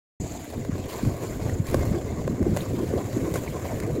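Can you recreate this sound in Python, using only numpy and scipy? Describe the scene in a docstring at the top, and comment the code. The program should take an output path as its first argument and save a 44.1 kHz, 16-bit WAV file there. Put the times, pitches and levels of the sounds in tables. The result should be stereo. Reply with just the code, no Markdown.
"""A moment of silence, then a sudden roar of wheels and wind: a child strides on quad roller skates
over smooth concrete, a moving camera close behind. The wheels roar, rasp and hiss on the grit and
the bearings whirr, while moving air buffets each of the two microphone ports in its own way.
A skate clacks down at each stride, and now and then a wheel slips sideways with a tiny squeak."""
import sys
import numpy as np
from scipy import signal
from scipy.fft import rfft, irfft, next_fast_len
from scipy.io import wavfile
from scipy.ndimage import uniform_filter1d, map_coordinates

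SR = 44100
rng = np.random.default_rng(int(sys.argv[2]) if len(sys.argv) > 2 else 0)


def transcribe(signal):
    """Save signal, clipped to [-1, 1], as a 16-bit WAV file at the path in sys.argv[1]."""
    frames = np.atleast_2d(signal).T
    limited = np.clip(frames, -1, 1)
    pcm = np.round(limited * 32767).astype(np.int16)
    wavfile.write(sys.argv[1], SR, pcm)


N = 176400

# Table levels are relative; each layer adds its own trim.
# fader rides through the strides: t/s, roar level/dB, rasp level/dB, hiss level/dB, whirr level/dB
ROLL_LEVELS = [(0.21, -44, -52, -55, -41.5), (0.3, -44, -53, -51, -41.5), (0.5, -46, -51.5, -50, -49.5),
               (0.7, -46.5, -54.5, -58.5, -51), (0.8, -48, -47.5, -54.5, -47),
               (0.878, -49, -51.5, -54, -52.5), (0.892, -46.5, -45.5, -41.5, -48),
               (0.95, -41, -45, -46.5, -45), (1.18, -46, -55.5, -50, -54.5), (1.25, -41, -50, -46.5, -47.5),
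               (1.38, -47.5, -55.5, -52.5, -48.5), (1.48, -42, -49.5, -50.5, -46),
               (1.64, -52.5, -62, -55, -49.5), (1.68, -45.5, -48, -44.5, -51),
               (1.8, -41.5, -50.5, -47, -50.5), (2.05, -44, -53.5, -55.5, -49.5),
               (2.45, -46.5, -56.5, -56, -54), (2.555, -48, -50.5, -51, -51),
               (2.58, -44, -49.5, -44.5, -46), (2.66, -46, -50, -50, -51.5), (3.23, -42, -54, -49.5, -46.5),
               (3.333, -48.5, -58, -48.5, -48.5), (3.35, -41.5, -51, -42, -41), (3.5, -44, -53, -50, -49),
               (3.74, -40.5, -53.5, -47.5, -49.0), (3.85, -44, -53.5, -51, -55)]
# wheel roar from almost overhead, then with the skater ahead: f/Hz, level/dB
ROAR_OVERHEAD_EQ = [(80,-20),(200,9.5),(290,16),(380,4),(510,-0.5),(680,8),(790,-1.5),(1000,-5.5),(1250,-12),(1500,-15),(2150,-10),(2800,-17),(4200,-27),(16000,-55)]
ROAR_AHEAD_EQ = [(80, -16), (220, 0.5), (380, 13.5), (560, 13), (700, 9), (850, -1), (1000, 3), (1170, 0.5),
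                 (1320, -8.5), (1520, -3.5), (1750, -8.5), (2150, -5), (2800, -21.5), (4200, -24),
                 (7000, -13.5), (16000, -60)]
# rasp and hiss of the grit, whirr of the bearings: f/Hz, level/dB
RASP_EQ = [(1200,-31),(2300,-4.5),(3000,-1),(4200,0.5),(5400,-5),(12000,-37)]
HISS_EQ = [(500,3),(1500,8),(3000,4),(5500,-2.5),(7500,2),(9300,-1),(11000,2),(16000,-0.5)]
WHIRR_EQ = [(3000,-25.5), (5700,-20), (6400,-5.5), (6900,0.5), (7400,-1.5), (8200,-15), (9500,-33)]
# stereo image of the skate noise: f/Hz, left-right correlation
STEREO_LIKENESS = [(100, 0.89), (700, 0.44), (1150, 0.29), (1380, -0.015), (1800, 0.39), (2300, 0.34),
                   (3200, -0.27), (4500, 0.077), (16000, 0.041)]
# air on each port: t/s, level/dB
WIND_LEFT = [(0.21,-28.5),(0.3,-35.5),(0.51,-44),(0.59,-30),(0.85,-25.5),(0.9,-40.5),(1.07,-22),(1.16,-30.5),(1.46,-24.5),(1.61,-27.5),(1.66,-28.5),(1.74,-21.5),(1.85,-26.5),(1.99,-33),(2.06,-25),(2.27,-28),(2.35,-29),(2.53,-19.5),(2.58,-36.5),(2.69,-25),(2.81,-23),(2.86,-39),(2.93,-27),(3.12,-33.5),(3.22,-32.5),(3.51,-30.5),(3.79,-29),(4.0,-26.5)]
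WIND_RIGHT = [(0.21,-25.5),(0.49,-44),(0.581,-21.5),(0.66,-55),(0.71,-29),(0.87,-40),(0.95,-68),(1.061,-26),(1.22,-47),(1.29,-29.5),(1.38,-43),(1.44,-33.5),(1.61,-25),(1.66,-38),(1.74,-26),(1.94,-21),(2.04,-35),(2.1,-26),(2.37,-26),(2.48,-20),(2.69,-28),(2.97,-22.5),(3.03,-26),(3.28,-22.5),(3.59,-31),(3.84,-24),(4.0,-22)]
# three bands of wind: f/Hz, level/dB
RUMBLE_EQ = [(20,-11),(35,-31),(60,-3.5),(110,2.5),(160,-3.5),(230,-9),(400,-49),(1000,-64)]
DEEP_EQ = [(18,-22),(35,-5),(60,5),(100,-1),(150,-20),(400,-50)]
FLUTTER_EQ = [(70, -55), (160, -15), (250, 5.5), (350, -0.5), (480, -6.5), (620, -17), (800, -27),
              (1300, -66)]
# puffs of air: peak t/s, half-width/s, f/Hz, left level/dB, right level/dB
AIR_PUFFS = [(0.225,0.017,141.8,-21,-24), (0.575,0.033,232.7,-25.5,-28), (0.697,0.0038,290,-13,-12),
             (0.732,0.0056,148.8,-12,-18), (0.76,0.053,315.6,-26,-26), (1.036,0.0048,229.3,-10.5,-15),
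             (1.075,0.017,118,-12,-8.5), (1.087,0.058,330.3,-31,-24), (1.463,.014,115,-14,-17),
             (1.532,.013,93.5,-13,-15), (1.603,.011,125,-12,-6.5), (1.721,0.021,376.6,-27,-20.5),
             (1.748,0.0071,221,-13.5,-14), (1.796,.06,79.94,-15,-16), (1.92,0.0062,180.9,-8,-9.5),
             (1.971,0.01,338.3,-17,-18.5), (2.252,0.017,136,-19,-20), (2.301,0.0059,240,-7.5,-14),
             (2.318,0.034,250,-17.5,-16.5), (2.411,0.017,274.7,-14,-10.5), (2.469,0.0066,401.5,-10,-8),
             (2.532,0.0084,135.3,-14,-11.5), (2.739,0.014,349.6,-14.5,-13), (2.787,0.0086,210.2,-15,-15),
             (2.809,0.0083,315,-14,-12.5), (2.835,0.017,321.3,-16,-15.5), (2.94,0.0082,323,-20,-8.5),
             (2.959,0.031,389.3,-16.5,-23.5), (3.17,0.0076,310.3,-9,-12), (3.252,0.072,330,-20,-25),
             (3.283,.0045,250,-19,-12), (3.894,0.019,434,-18.5,-18), (3.976,0.027,421,-22,-18.5)]
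# wheels striking the floor: t/s, knock level/dB, crack level/dB
LANDINGS = [(.649,-24,-37.5), (0.755,-26,-54), (.7837,-38,-45), (1.0506,-22.5,-37), (1.495,-24,-37),
            (1.6677,-34,-34), (1.714,-35,-35), (1.7439,-8,-23.5), (1.852,-26,-34), (2.2770,-13.5,-36),
            (2.428,-23,-39), (2.5645,-19,-29.5), (2.5712,-17,-26), (3.3397,-25,-26), (3.342,-25,-40),
            (3.3572,-16,-32), (3.3603,-22,-35), (3.3735,-36,-34), (3.801,-35,-29)]
# ring of wheel and plate: f/Hz, level/dB, t60/s
SKATE_MODES = [(131,-12,0.04), (390,-3.5,0.028), (570,2.5,0.017), (638,-7.5,0.025), (1037,-12,0.029),
               (1547,-6,0.0078), (2360,-22,0.015), (3690,-27.5,0.017)]
# a landing's crack and its tick of crushed grit: f/Hz, level/dB
CRACK_EQ = [(300, -75), (1000, 2), (2200, 9.5), (3200, 2.5), (5500, 3.5), (7200, 5.5), (9300, 4),
            (16000, -4)]
TICK_EQ = [(1500,-38),(4000,3),(7500,15),(9300,-7),(12500,7),(16000,-3)]
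# decay of the surroundings: f/Hz, t60/s
ECHO_DECAY = [(200, 0.11), (2000, 0.15), (12000, 0.14)]
# wheels slipping sideways: t/s, length/s, first f/Hz, last f/Hz, level/dB
WHEEL_SLIPS = [(1.493,0.0089,1800,1850,-34.5), (1.643,0.052,1365,2600,-44.5),
               (2.604,0.0084,3450,3880,-36.5), (3.475,0.0077,2150,2050,-32.5)]


def amp(db):
    """Decibels to gain."""
    return 10 ** (np.asarray(db) / 20)


def unit(x):
    """Scaled to rms 1."""
    return x / np.sqrt(np.mean(x ** 2) + 1e-20)


def along(points, hz):
    """(f/Hz, value) points read on a log axis."""
    f, v = np.transpose(points)
    return np.interp(np.log(hz + 1), np.log(f + 1), v)


def curves(rows):
    """One value per sample for each column after the time."""
    s, *cols = np.transpose(rows)
    return np.array([np.interp(np.arange(N) / SR, s, c) for c in cols])


def wobble(rate):
    """A smooth random curve, rate knots a second."""
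    return map_coordinates(rng.standard_normal(4096), [np.arange(N) * rate / SR], mode="wrap")


def filtered(x, response):
    """x shaped by a gain that depends on frequency."""
    m = next_fast_len(N + SR // 2)
    return irfft(rfft(x, m) * response(np.fft.rfftfreq(m, 1 / SR)), m)[..., :N]


def spread(pair, eq):
    """Two unrelated signals become one coloured stereo sound of rms 1."""
    def mid_side_gains(hz):
        width = np.arccos(np.clip(along(STEREO_LIKENESS, hz), -1, 1)) / 2
        return amp(along(eq, hz)) * [np.cos(width), np.sin(width)]
    mid, side = filtered(pair, mid_side_gains)
    return unit(np.array([mid + side, mid - side]))


def contacts(rate, grain_db):
    """The floor's texture: fine noise plus single grains, rate a second."""
    grains = (rng.random(N) < rate / SR) * rng.standard_normal((2, N))
    return rng.standard_normal((2, N)) + amp(grain_db) * unit(grains)


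def patchy(pair, depth_db):
    """Resonances come and go as the wheels turn and tilt."""
    bands = signal.stft(pair, nperseg=512)[2]
    patches = uniform_filter1d(rng.standard_normal(bands.shape[1:]), size=4, axis=0)
    patches = uniform_filter1d(patches, size=6, axis=1)
    return signal.istft(bands * amp(depth_db * unit(patches)), nperseg=512)[1][:, :N]


def sand(per_s=110, db=-13.5):
    """Single grains crushed under the wheels, as tiny ticks."""
    return amp(db) * unit((rng.random(N) < per_s / SR) * rng.uniform(-1.06, 1, (2, N)))


def rolling():
    """Wheels chatter over the floor: a hollow roar, gritty rasp and hiss, and whirring bearings."""
    roar_db, rasp_db, hiss_db, whirr_db = curves(ROLL_LEVELS)
    chatter = np.tanh(wobble(90))
    ahead = np.clip((np.arange(N) / SR - .47) / .1, 0, 1)  # crossfade as the skater draws ahead
    floor = patchy(contacts(rate=1400, grain_db=0), depth_db=3)
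    roar_gain = amp(roar_db + 8.5 + 2.17 * chatter + 1.7 * wobble(30))
    roar = ahead * spread(floor, ROAR_AHEAD_EQ) + (1 - ahead) * spread(floor, ROAR_OVERHEAD_EQ)
    rasp_gain = amp(rasp_db - 1 + 2.3 * chatter)
    rasp = spread(patchy(contacts(rate=1000, grain_db=-2), depth_db=3.5) + sand(), RASP_EQ)
    hiss_gain = amp(hiss_db + 3 + 1.35 * (chatter + wobble(300)))
    hiss = spread(patchy(contacts(rate=1500, grain_db=.5), depth_db=2) + sand(), HISS_EQ)
    whirr_gain = amp(whirr_db - 2 + 2.64 * wobble(70))
    whirr = spread(patchy(rng.standard_normal((2, N)), depth_db=2), WHIRR_EQ)
    return roar_gain * roar + rasp_gain * rasp + hiss_gain * hiss + whirr_gain * whirr


def eddies(eq, rate, depth_db, window):
    """Turbulence at one port: noise broken into short lumps, levelled over window samples."""
    noise = filtered(rng.standard_normal(N), lambda hz: amp(along(eq, hz)))
    lumpy = noise * amp(depth_db * np.tanh(wobble(rate)))
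    power = uniform_filter1d(uniform_filter1d(lumpy ** 2, size=window), size=400)
    return lumpy / np.sqrt(np.abs(power) + 1e-12)


def wind(fade_from_s=1.88, fade_db_per_s=14):
    """Air gives each port its own rumble and flutter; the deepest band fades in the last strides."""
    deep_db = -5 - fade_db_per_s * np.maximum(np.arange(N) / SR - fade_from_s, 0)
    ports = []
    for air in (WIND_LEFT, WIND_RIGHT):
        air_db, = curves(air)
        rumble = amp(air_db - 1.5) * eddies(RUMBLE_EQ, rate=35, depth_db=9.5, window=4000)
        deep = amp(air_db + deep_db) * eddies(DEEP_EQ, rate=20, depth_db=12, window=5000)
        flutter = amp(air_db - 6) * eddies(FLUTTER_EQ, rate=55, depth_db=5.5, window=6000)
        ports.append(rumble + deep + flutter)
    return np.array(ports)


def puffs(flutter_per_s=190, rough_db=4.5, apart_cycles=.22):
    """Eddies pass both ports about a quarter cycle apart: short ones thud, long ones flutter."""
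    t = np.arange(N) / SR
    rough = amp(rough_db * np.tanh([wobble(flutter_per_s), wobble(flutter_per_s)]))
    drift_s = .0007 * wobble(flutter_per_s)
    out = np.zeros((2, N))
    for s, half_width, hz, left_db, right_db in AIR_PUFFS:
        phase, side = rng.random(2)
        near = np.abs(t - s) < 2 * half_width
        port_shift = np.sign(side - .5) * np.array([[0], [apart_cycles]])
        cycles = hz * (t[near] + drift_s[near]) + phase + port_shift
        swirl = rough[:, near] * np.sin(2 * np.pi * cycles)
        swell = np.exp(-2 * ((t[near] - s) / half_width) ** 2)
        out[:, near] += amp([[left_db], [right_db]]) * swell * swirl
    return amp(-3) * out


def clacks(knock_attack_s=.0006, crack_attack_s=.00015, detune=.04):
    """Each landing rings the skate briefly under a crack and a bright tick of crushed grit."""
    t = np.arange(SR // 8) / SR
    knocks, blows = np.zeros((2, N + SR)), np.zeros(N)
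    for s, knock_db, crack_db in LANDINGS:
        ring = np.zeros((2, len(t)))
        for hz, db, t60 in SKATE_MODES:
            decay = amp(db + rng.normal(0, .98, (2, 1)) - 60 * t / t60)
            struck_hz = hz * (1 + detune * rng.standard_normal())
            ring += decay * np.sin(2 * np.pi * (struck_hz * t + rng.random()))
        at = round(s * SR)
        knocks[:, at:at + len(t)] += amp(knock_db) * ring * (1 - np.exp(-t / knock_attack_s))
        blows[at] = amp(crack_db)

    def burst(eq, t60):
        envelope = amp(-60 * t / t60) * (1 - np.exp(-t / crack_attack_s))
        return signal.fftconvolve(blows, envelope)[:N] * spread(rng.standard_normal((2, N)), eq)
    return knocks[:, :N] + burst(CRACK_EQ, t60=.02) + amp(-10.5) * burst(TICK_EQ, t60=.0099)


def echo(x):
    """The surroundings answer with a short diffuse tail, tightest in the bass."""
    hz, t, bands = signal.stft(rng.standard_normal((2, SR // 2)), SR, nperseg=256)
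    decay = amp(-60 * t / along(ECHO_DECAY, hz)[:, None])
    tail = signal.istft(bands * decay, SR, nperseg=256)[1]
    return signal.fftconvolve(x, tail / np.linalg.norm(tail[0]), axes=1)[:, :N]


def squeaks():
    """A wheel sticks and slips for an instant with a rough, gliding pitch."""
    out = np.zeros(N)
    for s, length, first_hz, last_hz, db in WHEEL_SLIPS:
        progress = np.clip((np.arange(N) / SR - s) / length, 0, 1)
        hz = (first_hz + (last_hz - first_hz) * progress) * (1 + .08 * wobble(900))
        envelope = amp(db + .83 * wobble(750)) * np.sin(np.pi * progress)
        out += envelope * np.sin(2 * np.pi * np.cumsum(hz) / SR)
    return out


def scene():
    """Skates just ahead of the camera, air on its ports; only clacks and squeaks feed the echo."""
    accents = clacks() + squeaks()
    skates = rolling() + accents + amp(-15.5) * echo(accents)
    lean_right = amp([[-.3], [.3]])
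    return skates * lean_right + wind() + puffs()


def record(dry, opens_s=.199, top_hz=15850):
    """The camera opens its input after a moment and keeps nothing above its band limit."""
    gate = np.clip((np.arange(N) / SR - opens_s) / .004, 0, 1)
    return filtered(dry * gate, lambda hz: np.clip((top_hz - hz) / 200 + .5, 0, 1))


dry = scene()
out = record(dry)
transcribe(out)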